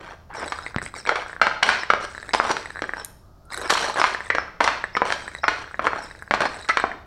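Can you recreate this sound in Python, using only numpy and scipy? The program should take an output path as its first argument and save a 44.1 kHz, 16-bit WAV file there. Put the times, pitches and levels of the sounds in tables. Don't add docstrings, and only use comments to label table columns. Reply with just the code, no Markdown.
import sys
import numpy as np
from scipy import signal
from scipy.fft import rfft, irfft
from scipy.io import wavfile
from scipy.ndimage import uniform_filter1d, minimum_filter1d

SR = 44100
rng = np.random.default_rng(int(sys.argv[2]) if len(sys.argv) > 2 else 0)


def inscribe(sig):
    pcm = np.round(np.clip(np.atleast_2d(sig).T, -1, 1) * 32767)
    wavfile.write(sys.argv[1], SR, pcm.astype(np.int16))


N = 311346
TIME = np.arange(N) / SR
EQ_HZ = np.fft.rfftfreq(4096, 1 / SR)

# t/s, level/dB,
# knock pitch/Hz, bass/dB, treble/dB, shudder/dB
BLOWS = [(0.5221, -17.5, 1070, -6, -0.5, -1), (1.0723, -23, 1160, 5, 10, 4.5),
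         (1.0921, -12, 1440, -7.5, 4, 4), (1.157, -19.5, 1430, -10, 3, 4.5),
         (1.4153, 0, 1450, -4.5, -1, -1), (1.4689, -10, 1290, -1, -0.5, -1),
         (1.6269, -15, 1740, -2.5, -3.5, 3.5), (1.6301, -7.5, 3000, -26, 5.5, 1),
         (1.6907, 1.5, 1530, -8.5, 4.5, -11), (1.9021, -9, 1330, -3, -3, 6),
         (1.9045, -14, 1320, -13, -0.5, -4), (1.9365, -7.5, 1210, 3, -3.5, -11),
         (2.3354, -17.5, 970, 7, 19.5, -5), (2.3396, -10.5, 980, 2, 7, -5.5),
         (2.3485, -9, 960, -2, -23, -14), (2.4001, -5, 1320, -3, -20, -16),
         (2.4506, -20.5, 1090, 6, -8, -6), (2.505, -21, 905, 19.5, -7, -7), (2.515, -21.5, 1160, 3, 35, -8),
         (2.568, -18.5, 1420, -3, 8.5, -5), (2.8209, -19, 1460, 10.5, 8.5, -1),
         (3.698, -19, 1340, -11, -1, 4), (3.7027, -11, 1170, 3.5, 16, 2), (3.7247, -15, 980, 5, -24, -1),
         (3.7523, -16, 1090, -16, -16, 3), (3.773, -21, 1100, -24, -4, 7.5), (3.959, -21, 1010, 4, -17, -8),
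         (4.016, -7.5, 1130, -5.5, 0, -4), (4.0412, -2, 1080, -13, 0.5, -6),
         (4.3027, -13, 1760, -3.5, -1.5, 0), (4.3498, -17, 1710, 4.5, 2.5, 4),
         (4.384, -11, 1340, -4.5, -11, -9), (4.6047, -14.5, 916, -3, -3.5, 5.5),
         (4.6086, -6.5, 910, -1, 0.5, -8), (4.6419, -20, 1380, 15, 29, 2.5),
         (4.677, -1.5, 1270, -7.5, 0.5, -9), (4.9679, -14, 1250, 1.5, 0.5, 4.5),
         (5.0191, -7.5, 1005, 3, -17, -4), (5.1041, -15.5, 1700, -1, 0, -7),
         (5.1235, -15, 1680, -2, 12.5, 1), (5.434, -27, 1540, -12, -20, 10),
         (5.44, -16.5, 1150, -6.5, -11.5, 6.5), (5.4813, -4.5, 1460, -2.5, 1.5, -3.5),
         (5.7941, -15, 1400, 2, -13.5, 0), (5.8533, -21, 1210, 3, -1, -13),
         (5.869, -8, 1440, -4.5, -11.5, -1.5), (5.9328, -16, 1130, 0, -22, -10),
         (6.3104, -9, 1750, 6, -1.5, -2.5), (6.339, -6, 910, -2, -1.5, -10),
         (6.406, -15, 1660, 7.5, 6, 0.5), (6.4178, -17.5, 1160, 7, 9, 1.5),
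         (6.4561, -16.5, 950, 5.5, 4, -19), (6.6886, -20.5, 1670, -9, 15, 4),
         (6.692, -22, 1500, 3.5, -7, 5), (6.6978, -14, 1360, -15, 2, -7), (6.772, -7.5, 1360, -2, 2, -2.5),
         (6.84, -9.5, 830, 0.5, -38, -3.5)]
# f/Hz, level/dB
KNOCK_EQ = [(40, -18.5), (120, -16), (300, -7), (700, -1), (1400, -0.5), (2100, -4), (2900, -10),
            (4500, -17.5), (6500, -28.5), (8500, -31.5), (11000, -48), (15000, -62.5)]
# f/Hz, width/Hz, level/dB
BLADE_MODES = [(870, 69.5, -6.5), (1190, 52, -12.5), (1591, 69, -6.5), (2282, 132, -3.5), (3240, 240, -12),
               (4120, 49, -9), (4300, 85, -1), (5420, 78, -14.5), (5740, 190, 0)]
# t/s, level/dB, pitch/Hz, shell ring/dB
TAPS = [(0.479, -24, 1590, 9), (0.5876, -19.5, 1310, -4), (0.6639, -17, 2060, -5),
        (0.7447, -21.5, 1500, -11), (0.7839, -14.5, 1880, -6), (0.8167, -20.5, 1550, -5),
        (0.8626, -22.5, 2100, -8), (0.9399, -19.5, 1120, -5), (1.0526, -23, 1620, 0),
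        (1.0632, -18.5, 2300, -5), (1.8336, -15, 1850, -7), (2.0464, -30, 1590, 0), (2.2283, -24, 1780, -1),
        (2.2913, -21.5, 1760, 3.5), (2.3084, -26, 2070, -6), (2.3811, -28, 1270, 11),
        (2.6579, -20.5, 1920, -4), (2.7042, -23.5, 1680, 0), (2.7917, -20, 1800, -6),
        (2.8404, -16.5, 1650, -12), (2.8925, -15, 1770, -22), (2.9356, -14, 1720, -17),
        (2.9688, -22, 1560, -9), (2.998, -25, 1580, 3), (3.5439, -22.5, 1456, 9), (3.575, -20, 1520, 5.5),
        (3.6148, -22.5, 1580, 2.5), (3.9415, -23, 1280, 7.5), (4.1472, -12.5, 1740, -22),
        (4.2053, -18, 1790, -14), (4.268, -27, 1840, -14), (4.84, -10.5, 1770, -12),
        (4.9515, -12, 2000, -21), (5.279, -18.5, 1770, -6), (5.3497, -19.5, 1930, 0),
        (5.7432, -19.5, 1790, -27), (6.543, -28.5, 1940, 5.5), (6.7989, -12.5, 1610, -2),
        (6.9158, -18.5, 1800, -24)]
# t/s, length/s, gap/s, level/dB, pitch/Hz, shell ring/dB
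WOBBLES = [(1.262, .145, 0.034, -22, 1500, -20), (2.149, .04, 0.03, -23, 1650, -3),
           (2.758, .028, 0.011, -23.5, 1700, -11), (5.642, .085, .0345, -25.5, 1490, -13),
           (5.967, .075, 0.038, -24.5, 1660, -12), (6.111, .058, .039, -31.5, 1810, -24),
           (6.223, .078, 0.054, -26, 1670, -22), (6.61, .057, 0.037, -29, 1910, 5)]
# f/Hz, width/Hz, level/dB
SHELL_MODES = [(3900, 204, -6), (5070, 600, -12), (7960, 143, -11), (10700, 700, -12)]
# t/s, length/s, level/dB, swell from start to end/dB, treble/dB
DRAGS = [(0.0, 0.14, -34, -2.5, -14.5), (0.294, 0.1437, -29, 16.5, -32), (1.069, 0.053, -17.5, 3, -24),
         (1.155, 0.073, -24.5, -0.5, -15), (1.627, 0.064, -21.5, 13, -9), (1.706, 0.084, -28.5, -4, -8.5),
         (1.996, 0.048, -29, 18, -5.5), (2.344, 0.02, -17.5, -19, -2), (2.42, 0.097, -22, 13.5, -6.5),
         (2.525, 0.037, -36, -10, -6), (2.951, 0.063, -29.5, 4, -20), (3.546, 0.12, -30, 18, -40),
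         (3.693, 0.13, -22, -12, 2.5), (3.82, 0.096, -20, -6, -6), (3.954, 0.049, -18, 7, -9.5),
         (4.026, 0.12, -28, -5, -2.5), (4.607, 0.061, -20, 2, -10.5), (5.047, .115, -25, -7, -5),
         (5.502, 0.13, -33.5, 0, -7.5), (5.812, 0.057, -22.5, 9, -14), (5.918, 0.073, -29.5, 8, -14.5),
         (6.341, 0.015, -19, -22, -8), (6.399, 0.065, -17.5, -1, -17.5)]
# f/Hz, level/dB
DRAG_EQ = [(60, -26), (200, -12), (450, 0), (1000, 3), (1600, 0), (2300, -9.5), (3000, -8), (4300, -15.5),
           (6500, -23.5), (9000, -24), (11500, -41), (15000, -50)]
# t/s, length/s, start pitch/Hz, end pitch/Hz, level/dB
BRIEF_TONES = [(2.332, 0.011, 4900, 5060, -23.5), (3.995, 0.016, 5240, 5240, -29.5),
               (4.301, 0.0047, 2053, 1890, -8), (4.315, 0.022, 1810, 2190, -24),
               (6.45, 0.026, 4500, 4250, -37), (6.453, 0.023, 5160, 5100, -40),
               (6.689, 0.024, 1288, 1245, -15.5), (6.69, 0.029, 2010, 2046, -19)]
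# t/s, length/s, level/dB, swell from start to end/dB
GLIDES = [(0.332, 0.38, -49, -6.5), (0.815, 0.071, -40.5, -10.5), (0.948, 0.096, -48.5, -29),
          (1.263, 0.09, -52.5, -5), (2.072, 0.24, -53, 5.5), (2.547, 0.25, -53, -17),
          (2.791, 0.26, -59.5, 8), (3.497, 0.24, -44, 2), (4.188, 0.098, -53.5, 4), (5.17, 0.22, -51, -7),
          (5.631, 0.15, -67, 8), (6, 0.33, -57.5, -14.5), (6.477, 0.24, -51.5, 1)]
# f/Hz, level/dB
GLIDE_EQ = [(80, -26), (250, -4), (500, -1), (1100, -4), (1600, 4), (2100, -4.5), (2900, -15.5),
            (5300, -17), (6500, -17.5), (9000, -19.5), (12000, -38.5), (15000, -33.5)]
# t/s, level/dB
CRUNCHES = [(3.047, -25), (3.453, -52.5), (3.53, -32), (3.544, -32), (3.575, -27.5), (3.614, -34),
            (3.704, -23.5), (3.727, -27), (6.036, -42), (6.224, -41), (6.407, -41)]
# f/Hz, level/dB
SAND_EQ = [(1000, -41), (4000, -8), (6000, -6.5), (9000, 5), (12000, 0.5), (15500, -22)]
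# f/Hz, level/dB
SOLE_EQ = [(40, -17), (90, -1), (140, -2), (260, -5), (450, -13.5), (1500, -13), (5000, -29.5),
           (12000, -65)]
# t/s, level/dB, pitch shift/Hz
CHIRPS = [(.335, -45, -62), (0.946, -44.5, -55.5), (1.766, -43, -200), (2.95, -45, -100), (3.6, -49, -100),
          (4.345, -44.5, -150), (4.916, -44, -150), (5.401, -43, -200), (5.989, -47, -200)]
# t/s from its start, pitch/Hz, level/dB
CHIRP_CURVE = [(0, 4500, -27), (.018, 5300, -11), (0.032, 5700, -2), (0.053, 5480, 3.5),
               (0.076, 5200, -8.5)]
# t/s, pitch/Hz, level/dB
RISING_TONE_CURVE = [(3.08, 1107, -87), (3.25, 1203, -63.5), (3.421, 1266, -69), (3.52, 1410, -47)]
# f/Hz, level/dB
HISS_EQ = [(15, -15.5), (25, -12.5), (37, -19.5), (75, -5.5), (129, -12.5), (169, -20.5), (410, -21.5),
           (457, -30), (598, -20), (1110, -30), (1200, -26), (2010, -45.5), (5280, -41), (8810, -52),
           (15500, -41.5)]
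# f/Hz, level/dB
RUMBLE_EQ = [(20, -11.5), (40, -3.5), (66, -2), (100, -11), (200, -14), (600, -64), (2000, -82)]
# delay/s, linear gain
ECHOES = [(.0029, 0.019), (.0042, -0.031), (.0086, 0.017), (0.0114, -.14), (0.0136, 0.084)]
# f/Hz, t60/s
ROOM_T60 = [(100, 0.39), (400, 0.52), (1200, 0.52), (2800, 0.53), (7000, 0.52), (14000, 0.42)]
# f/Hz, level/dB
ROOM_EQ = [(60, 7.5), (300, 2.5), (800, -2), (1400, -1), (3000, 1), (5500, 2), (9000, -3), (15000, 9)]
# f/Hz, level/dB
MIC_EQ = [(30, 0.5), (1000, 0), (2000, 0), (2900, -2.5), (4200, -0.5), (6000, -0.5), (9000, -1.5),
          (11500, -3), (13500, -7.5), (16000, -9)]


def blade_blows(knock_db=-1, shudder_db=-2, shudder_t60=0.03, bass_hz=600, treble_hz=2700):
    out, t = np.zeros(N), np.arange(len(EQ_HZ)) / SR
    for s, db, pitch_hz, bass_db, treble_db, rattle_db in BLOWS:
        bass = bass_db / (1 + (EQ_HZ / bass_hz) ** 4)
        treble = treble_db / (1 + (treble_hz / (EQ_HZ + 1)) ** 4)
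        tone = read(KNOCK_EQ, EQ_HZ) + bass + treble
        knock = impulse(tone + peaks(boosted(BLADE_MODES, 2) + [(pitch_hz, 450, 4)]))
        ring = peaks(boosted(BLADE_MODES, 8) + [(pitch_hz, 130, 10)])
        rattle = grit(len(t), per_s=7000, spread_db=5.5) * amp(-60 * t / shudder_t60) * (t > 0.0008)
        shudder = unit_energy(equalise(rattle, tone + ring))
        blow = amp(knock_db) * knock + amp(rattle_db + shudder_db) * shudder
        add(out, s, 10.5 * amp(db) * blow)
    return out


def puck_taps(gain_db=7, rim_t60=0.009, face_hz=1080, thud_hz=520, contact_s=0.00058):
    out, t = np.zeros(N), np.arange(1500) / SR
    squeeze = 1 - np.exp(-(t / contact_s) ** 2)
    face = ping(t, face_hz, db=-9, t60=0.0055)
    thud = ping(t, thud_hz, db=-9, t60=0.0058)
    shell = sum(amp(db) * np.sin(2 * np.pi * hz * t) * np.exp(-np.pi * width * t)
                for hz, width, db in boosted(SHELL_MODES, -7))
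    for s, db, pitch_hz, shell_db in list(TAPS) + puck_wobbles():
        rim = ping(t, pitch_hz, db=0, t60=rim_t60)
        tap = amp(db + gain_db) * squeeze * (rim - face + thud + amp(shell_db) * shell)
        add(out, s, tap)
        lag, force = 0.5 + rng.random(2)
        add(out, s + 0.0043 * lag, amp(-11) * force * tap)
    return out


def puck_wobbles(fade_db_per_s=30, scatter_db=1.8, scatter_octaves=0.069):
    cues = []
    for s, length, gap, db, pitch_hz, shell_db in WOBBLES:
        for age, (force, place) in zip(np.arange(0, length, gap), rng.standard_normal((8, 2))):
            tap_db = db - fade_db_per_s * age + scatter_db * force
            tap_hz = pitch_hz * 2 ** (scatter_octaves * place)
            cues.append((s + age, tap_db, tap_hz, shell_db))
    return cues


def blade_drags(gain_db=-6, treble_lift_db=11, split_hz=3000):
    tone = read(DRAG_EQ, EQ_HZ) + peaks(boosted(BLADE_MODES, 8))
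    rasp = wander(equalise(grit(N, per_s=1600, spread_db=4), tone), depth_db=4)
    low = signal.sosfiltfilt(signal.butter(2, split_hz, fs=SR, output="sos"), rasp)
    out = np.zeros(N)
    for s, length, db, swell_db, treble_db in DRAGS:
        pressure = stroke(s, length, db, swell_db, attack_s=0.0073, release_s=0.015)
        out += pressure * (low + amp(treble_db + treble_lift_db) * (rasp - low))
    return amp(gain_db) * out


def brief_tones():
    out = np.zeros(N)
    for s, length, start_hz, end_hz, db in BRIEF_TONES:
        hz = np.linspace(start_hz, end_hz, round(length * SR))
        envelope = np.sin(np.linspace(0, np.pi, len(hz)))
        add(out, s, amp(db) * envelope * fuzzy_tone(hz, waver_hz=98))
    return out


def puck_glides(gain_db=8, sizzle_db=-13, sizzle_hz=8150, sizzle_width_hz=850):
    tone = read(GLIDE_EQ, EQ_HZ) + peaks(boosted(SHELL_MODES, 18))
    ticks = wander(equalise(grit(N, per_s=3000, spread_db=7), tone), depth_db=6.5)
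    high_mode = -20 * np.log10(1 + (2 * (EQ_HZ - sizzle_hz) / sizzle_width_hz) ** 2)
    sizzle = unit_rms(equalise(grit(N, per_s=420, spread_db=6.5), high_mode))
    envelope = sum(stroke(*cue, attack_s=0.017, release_s=0.018) for cue in GLIDES)
    return amp(gain_db) * envelope * (ticks + amp(sizzle_db) * sizzle)


def sand_crunches(t60=0.022):
    envelope, t = np.zeros(N), np.arange(3000) / SR
    for s, db in CRUNCHES:
        add(envelope, s, amp(db - 60 * t / t60))
    return equalise(envelope * grit(N, per_s=6000, spread_db=5), read(SAND_EQ, EQ_HZ))


def shoe_step(s=0.7625, gain_db=-19):
    out, t = np.zeros(N), np.arange(len(EQ_HZ)) / SR
    slap = impulse(read(SOLE_EQ, EQ_HZ))
    thud = ping(t, hz=240, db=-9, t60=0.044)
    add(out, s, amp(gain_db) * (5 * slap / abs(slap).max() + thud))
    return out


def distant_chirps():
    at, hz, db = np.transpose(CHIRP_CURVE)
    out, t = np.zeros(N), np.arange(0, at[-1], 1 / SR)
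    envelope = amp(np.interp(t, at, db)) * signal.windows.tukey(len(t), 0.2)
    pitch = np.interp(t, at, hz)
    for s, level_db, shift_hz in CHIRPS:
        add(out, s, amp(level_db) * envelope * fuzzy_tone(pitch + shift_hz, waver_hz=125))
    return out


def faint_rising_tone(fade_s=0.013):
    s, hz, db = np.transpose(RISING_TONE_CURVE)
    fades = np.clip(np.minimum(TIME - s[0], s[-1] - TIME) / fade_s, 0, 1)
    return fades * amp(np.interp(TIME, s, db)) * fuzzy_tone(np.interp(TIME, s, hz), waver_hz=68)


def room_tone(hiss_db=-53, rumble_db=-52):
    hiss = unit_rms(equalise(rng.standard_normal(N), read(HISS_EQ, EQ_HZ)))
    rumble = unit_rms(equalise(rng.standard_normal(N), read(RUMBLE_EQ, EQ_HZ)))
    return amp(hiss_db) * hiss + amp(rumble_db) * rumble


def with_echoes(x):
    out = x.copy()
    for s, gain in ECHOES:
        add(out, s, gain * x)
    return out


def reverb(x, build_up_s=0.0094, tails=3, drift_hz=1.33):
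    out, t = np.zeros(N), np.arange(SR) / SR
    onset = np.clip(t / build_up_s, 0, 1) ** 2
    for k in range(tails):
        hz, age, bands = signal.stft(grit(SR, per_s=4000, spread_db=2.5), SR, nperseg=256)
        decay = amp(read(ROOM_EQ, hz)[:, None] - 60 * age / read(ROOM_T60, hz)[:, None])
        tail = onset * signal.istft(bands * decay, SR, nperseg=256)[1][:SR]
        share = np.sqrt(2 / tails) * np.cos(np.pi * (drift_hz * TIME + k / tails))
        out += signal.oaconvolve(x * share, unit_energy(tail))[:N]
    return out


def grit(size, per_s, spread_db):
    strength = amp(spread_db * np.minimum(rng.exponential(1, size), 4))
    return unit_rms(strength * rng.choice([-1, 1], size) * (rng.random(size) < per_s / SR))


def stroke(start, length, db, swell_db, attack_s, release_s):
    t = TIME - start
    fades = np.clip(t / attack_s, 0, 1) * np.clip(1 - (t - length) / release_s, 0, 1)
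    return fades * amp(db + swell_db * (np.clip(t / length, 0, 1) - 0.5))


def wander(x, depth_db):
    bands = signal.stft(x, SR, nperseg=512, noverlap=384)[2]
    patches = uniform_filter1d(rng.standard_normal(bands.shape), size=5, axis=0)
    patches = unit_rms(uniform_filter1d(patches, size=4, axis=1))
    return unit_rms(signal.istft(bands * amp(depth_db * patches), SR, nperseg=512, noverlap=384)[1][:N])


def fuzzy_tone(hz, waver_hz):
    lowpass = signal.butter(4, 400, fs=SR, output="sos")
    waver = unit_rms(signal.sosfilt(lowpass, rng.standard_normal(len(hz))))
    return np.sqrt(2) * np.sin(2 * np.pi * np.cumsum(hz + waver_hz * waver) / SR)


def ping(t, hz, db, t60):
    return np.sin(2 * np.pi * hz * t) * amp(db - 60 * t / t60)


def boosted(modes, gain_db):
    return [(hz, width, db + gain_db) for hz, width, db in modes]


def peaks(modes):
    power = sum(amp(db) ** 2 / (1 + (2 * (EQ_HZ - hz) / width) ** 2) for hz, width, db in modes)
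    return 10 * np.log10(1 + power)


def impulse(eq_db):
    log_gain = np.log(amp(np.r_[eq_db, eq_db[-2:0:-1]]))
    spectrum = np.exp(np.conj(signal.hilbert(log_gain)))
    return unit_energy(np.fft.ifft(spectrum).real[:len(eq_db)])


def equalise(x, eq_db):
    return signal.oaconvolve(x, impulse(eq_db))[:len(x)]


def read(points, hz):
    f, value = np.transpose(points)
    return np.interp(np.log(hz + 1), np.log(f + 1), value)


def add(mix, s, sound):
    part = mix[round(s * SR):][:len(sound)]
    part += sound[:len(part)]


def amp(db):
    return 10 ** (np.asarray(db) / 20)


def unit_rms(x):
    return x / np.sqrt(np.mean(x ** 2) + 1e-20)


def unit_energy(x):
    return x / np.sqrt(np.sum(x ** 2) + 1e-20)


def scene(clack_send_db=-2, scrape_send_db=-3, puck_send_db=-9, chirp_send_db=-4):
    clacks = blade_blows()
    scrapes_and_tones = blade_drags() + brief_tones()
    puck_and_shoe = puck_taps() + puck_glides() + sand_crunches() + shoe_step()
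    chirps = distant_chirps()
    send = (amp(clack_send_db) * clacks + amp(scrape_send_db) * scrapes_and_tones
            + amp(puck_send_db) * puck_and_shoe + amp(chirp_send_db) * chirps)
    close = with_echoes(clacks + scrapes_and_tones + puck_and_shoe)
    return (close + chirps + faint_rising_tone() + reverb(send) + room_tone())[None]


def record(dry, limiter_samples=31, cutoff_hz=16000):
    heard = irfft(rfft(dry) * amp(read(MIC_EQ, np.fft.rfftfreq(N, 1 / SR))), N)
    safe_gain = 1 / np.maximum(abs(heard), 1)
    gain = uniform_filter1d(minimum_filter1d(safe_gain, limiter_samples), limiter_samples)
    lowpass = signal.firwin(511, cutoff_hz, window=("kaiser", 9), fs=SR)
    return signal.oaconvolve(heard * gain, lowpass[None], "same")


dry = scene()
out = record(dry)
inscribe(out)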